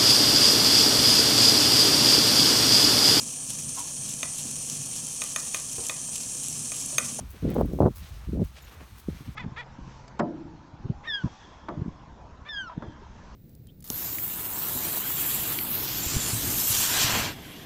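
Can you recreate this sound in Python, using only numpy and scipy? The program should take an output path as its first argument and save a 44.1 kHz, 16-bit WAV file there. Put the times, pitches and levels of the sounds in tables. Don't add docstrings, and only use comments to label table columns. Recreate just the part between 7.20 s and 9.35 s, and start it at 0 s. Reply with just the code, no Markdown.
import sys
import numpy as np
from scipy import signal
from scipy.fft import rfft, irfft
from scipy.io import wavfile
from scipy.ndimage import uniform_filter1d

SR = 44100
rng = np.random.default_rng(int(sys.argv[2]) if len(sys.argv) > 2 else 0)


def transcribe(u):
    v = np.clip(np.atleast_2d(u).T, -1, 1)
    q = np.round(v * 32767).astype(np.int16)
    wavfile.write(sys.argv[1], SR, q)


N = 94815
T = np.arange(N) / SR


def undb(db):
    return 10 ** (np.asarray(db) / 20)


def unit(x):
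    return x / np.sqrt(np.mean(x ** 2) + 1e-20)


def smooth(x, samples):
    return uniform_filter1d(uniform_filter1d(x, samples), samples)


def colour(x, points):
    hz, db = np.array(points, float).T
    bins_hz = np.maximum(np.fft.rfftfreq(N, 1 / SR), 1)
    gain = undb(np.interp(np.log(bins_hz), np.log(hz), db))
    return unit(irfft(rfft(x) * gain, N))


def hump(hz, width_oct=1.22):
    octaves = np.linspace(-5, 5, 21)
    offset = (octaves / width_oct) ** 2
    return np.c_[hz * 2 ** octaves, -20 * np.log10(1 + offset + offset ** 2 / 2)]


def curve(points):
    return undb(np.interp(T, *np.array(points).T))


def swell(at, rise, decay):
    return np.exp(-(np.minimum(T - at, 0) / rise) ** 2 - np.maximum(T - at, 0) / decay)


def eddy(at, hz, steepness, phase):
    near = slice(max(int((at - .03) * SR), 0), max(int((at + .03) * SR), 0))
    pulse = (1 - 2j * np.pi * hz * (T[near] - at) / steepness) ** -(steepness + 1)
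    out = np.zeros(N)
    out[near] = np.real(np.exp(1j * phase) * pulse)
    return out


def eddies(start, length, hz, per_s, steepness):
    attack_s, release_s = 0.00512, 0.008
    spread_oct, spread_db = 0.51, 2
    run = np.zeros(N)
    for k, (late, pitch, strength, turn) in enumerate(rng.standard_normal((64, 4))):
        at = start + (k + late / 3) / per_s - attack_s
        if k == 0 or at < start + length + 2 * release_s:
            ratio = 2 ** (spread_oct * np.clip(pitch, -1.5, 1.5))
            envelope = np.exp(min(at - start, 0) / attack_s - max(at - start - length, 0) / release_s)
            gain = envelope * undb(spread_db * strength) / np.sqrt(ratio)
            run += gain * eddy(at, hz * ratio, steepness, np.pi * turn)
    return unit(run) * np.sqrt(length * SR / N)


def gusts():
    # start in seconds, length in seconds, level of the small eddies in dB,
    # their pitch in Hz, level of the large eddies in dB.
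    buffets = [(0.0, 0.038, -43.5, 160, -43), (.14, 0.026, -48.5, 260, -50.5),
               (.23, 0.025, -27, 213, -28.5), (.252, 0.041, -29.5, 234, -27.5),
               (.288, 0.051, -30, 223, -42), (.356, 0.024, -26, 340, -34.5), (.384, 0.031, -26.5, 428, -26),
               (.42, 0.039, -32.5, 179, -29), (.485, 0.11, -35.5, 200, -38), (0.61, 0.033, -22, 366, -19.5),
               (0.653, .022, -21.5, 445, -18.5), (.684, 0.023, -33.5, 185, -34),
               (1.078, 0.0204, -38, 146, -33.5), (1.132, 0.079, -32, 184, -32.5),
               (1.194, 0.032, -27.5, 210, -24), (1.605, 0.014, -46.5, 222, -56),
               (1.89, 0.0099, -32, 150, -36), (1.928, 0.026, -49, 150, -46),
               (2.008, 0.0083, -38.5, 185, -40), (2.078, 0.019, -39, 145, -34)]
    out = np.zeros(N)
    for start, length, small_db, hz, large_db in buffets:
        out += undb(small_db) * eddies(start, length, hz, per_s=280, steepness=3.56)
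        out += undb(large_db) * eddies(start, length, hz=150, per_s=130, steepness=3.73)
    return out


def thumps():
    # time in seconds, peak level in dB, pitch in Hz.
    knocks = [(0.253, -17, 270), (0.366, -13, 363), (0.4124, -8, 462), (.449, -27.5, 400),
              (0.536, -21, 290), (.589, -20, 474), (0.6052, -4.5, 435), (0.6122, -10, 158),
              (0.6233, -15.5, 616), (0.6319, -9, 314), (.655, -25, 755), (.669, -12, 330),
              (0.6825, -19, 470), (1.1337, -21, 233), (1.1735, -27.5, 354), (1.1955, -28, 430),
              (1.2195, -20, 297), (1.2248, -17, 233), (1.8868, -16, 227)]
    return sum(undb(db) * eddy(at, hz, steepness=3.8, phase=4.32) for at, db, hz in knocks)


def rumble():
    # frequency in Hz, relative level in dB.
    spectrum = [(20, -26), (32, -23.5), (48, 0.5), (62, 0), (80, -1.5), (100, -13), (140, -15),
                (200, -24.5), (300, -41.5), (500, -63), (900, -88)]
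    # time in seconds, relative level in dB.
    wind = [(0.0, -49.5), (0.064, -38.5), (0.19, -52.5), (0.25, -29), (0.3, -43), (0.334, -38), (0.37, -38),
            (0.416, -26), (0.486, -34), (0.506, -51), (0.54, -27), (0.57, -39), (0.64, -34), (0.756, -46),
            (0.842, -37), (0.866, -55.5), (0.912, -39.5), (1.056, -43.5), (1.076, -34), (1.182, -28),
            (1.208, -32), (1.238, -28), (1.258, -34.5), (1.282, -45.5), (1.418, -52.5), (1.458, -44),
            (1.538, -57.5), (1.564, -46.5), (1.644, -45), (1.684, -62), (1.728, -44.5), (1.8, -55),
            (1.83, -57), (1.894, -34.5), (1.97, -42), (1.984, -58), (2.026, -52), (2.044, -61),
            (2.058, -45), (2.082, -39), (2.114, -38.5), (2.15, -65)]
    roll = colour(rng.standard_normal(N), spectrum)
    even_roll = roll / np.sqrt(smooth(roll ** 2, 1100))
    strength = curve(wind) * undb(1)
    ceiling = undb(-21.5)
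    return even_roll * strength / np.hypot(1, strength / ceiling)


def grit(per_s=5000, spread_db=4):
    clicks = (rng.random(N) < per_s / SR) * rng.choice([-1, 1], N)
    return clicks * undb(spread_db * np.minimum(rng.exponential(size=N), 4))


def steps():
    # peak time, rise and decay in seconds, level in dB, pitch of the crunch in Hz.
    footfalls = [(.16, .05, 0.12, -59.5, 1670), (.315, 0.054, 0.066, -50.5, 1760),
                 (.85, 0.048, 0.076, -54.5, 2700), (.95, 0.02, .06, -59, 3000),
                 (1.045, 0.048, 0.09, -59, 1130), (1.382, 0.026, 0.023, -50, 2650),
                 (1.48, 0.066, 0.03, -57, 1940), (1.534, 0.03, 0.079, -53.5, 1170),
                 (1.612, 0.011, 0.024, -50.5, 1190), (1.97, 0.095, 0.073, -56.5, 2490),
                 (2.085, 0.045, 0.047, -55.5, 1700)]
    earth = undb(-6.5) * colour(grit(), hump(hz=537))
    out = np.zeros(N)
    for at, rise, decay, db, hz in footfalls:
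        crunch = colour(grit(), hump(hz))
        out += undb(db) * swell(at, rise, decay) * (crunch + earth)
    return out


def grass():
    # peak time, rise and decay in seconds, level in dB, treble tilt in dB per octave.
    swishes = [(.115, 0.02, 0.027, -49, 4), (.395, 0.046, 0.015, -51, 3), (.54, 0.052, 0.18, -57, -0.5),
               (.763, 0.012, 0.011, -43.5, 1.5), (0.786, 0.0087, .016, -45, 0),
               (.87, 0.042, 0.13, -60.5, -4), (1.252, 0.012, 0.04, -53.5, -1.5),
               (1.49, .02, .02, -53.5, -3.5), (1.804, 0.028, 0.012, -50.5, 0.5),
               (2.06, 0.0071, 0.0067, -57, -3)]
    # time in seconds, level in dB.
    ticks = [(.304, -41), (0.314, -50), (0.344, -38.5), (.411, -42.5), (.459, -45)]
    # frequency in Hz, relative level in dB.
    swish_spectrum = [(3000, 0), (5000, 0), (7500, -1.5), (10000, -2), (13000, 1.5), (17000, 4)]
    tick_spectrum = [(4000, -17), (7000, -10.5), (10000, -9), (12500, -2.5), (17000, 2)]
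    catches_per_s, catch_db = 320, 5
    catches = np.interp(T * catches_per_s, np.arange(N), rng.standard_normal(N))
    rubbing = rng.standard_normal(N) * undb(catch_db * catches)
    hz, shape_db = np.array(swish_spectrum, float).T
    brush = np.zeros(N)
    for at, rise, decay, db, tilt in swishes:
        tilted = np.c_[hz, shape_db + tilt * np.log2(hz)]
        brush += undb(db) * swell(at, rise, decay) * colour(rubbing, tilted)
    tick_envelope = sum(undb(db) * swell(at, rise=.002, decay=.004) for at, db in ticks)
    return brush + tick_envelope * colour(grit(), tick_spectrum)


def bird():
    # centre time in seconds, pitch in Hz, level in dB.
    chirps = [(1.427, 6800, -55.5), (1.45, 6920, -57), (1.53, 6650, -63), (1.547, 7000, -61)]
    half_width_s, fall_hz_per_s, rough_hz, octave_db = 0.0061, 12000, 380, 3.5
    out = np.zeros(N)
    for at, hz, db in chirps:
        waver = rough_hz * unit(uniform_filter1d(rng.standard_normal(N), size=20))
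        phase = 2 * np.pi * np.cumsum(hz - fall_hz_per_s * (T - at) + waver) / SR
        tone = np.sin(phase) + undb(octave_db) * np.sin(2 * phase)
        out += undb(db) * np.exp(-((T - at) / half_width_s) ** 2) * tone
    return out


def grassland(flicker_db=1.42):
    # frequency in Hz, relative level in dB.
    spectrum = [(100, -0.5), (200, -2.5), (300, -7), (490, -15), (1100, -8), (2000, -14), (4200, -16.5),
                (4900, -20.5), (6100, -18), (7600, -24.5), (8500, -20), (10400, -25.5), (12500, -21),
                (16000, -28), (17500, -24)]
    # time in seconds, level in dB.
    drift = [(0, -54), (.4, -54), (.6, -57.5), (.95, -53.5), (1.2, -56.5), (1.6, -55), (2.15, -55.5)]
    flicker = unit(smooth(rng.standard_normal(N), 1200))
    hiss = colour(rng.standard_normal(N), spectrum)
    return hiss * curve(drift) * undb(flicker_db * flicker)


def scene():
    return (gusts() + thumps() + rumble() + steps() + grass() + bird() + grassland())[None]


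def record(dry):
    low_cut_hz, high_cut_hz = 27.6, 17400
    high_pass = signal.butter(2, low_cut_hz, "high", fs=SR, output="sos")
    low_pass = signal.ellip(10, .2, 70, high_cut_hz, fs=SR, output="sos")
    return signal.sosfilt(low_pass, signal.sosfilt(high_pass, dry))


dry = scene()
out = record(dry)
transcribe(out)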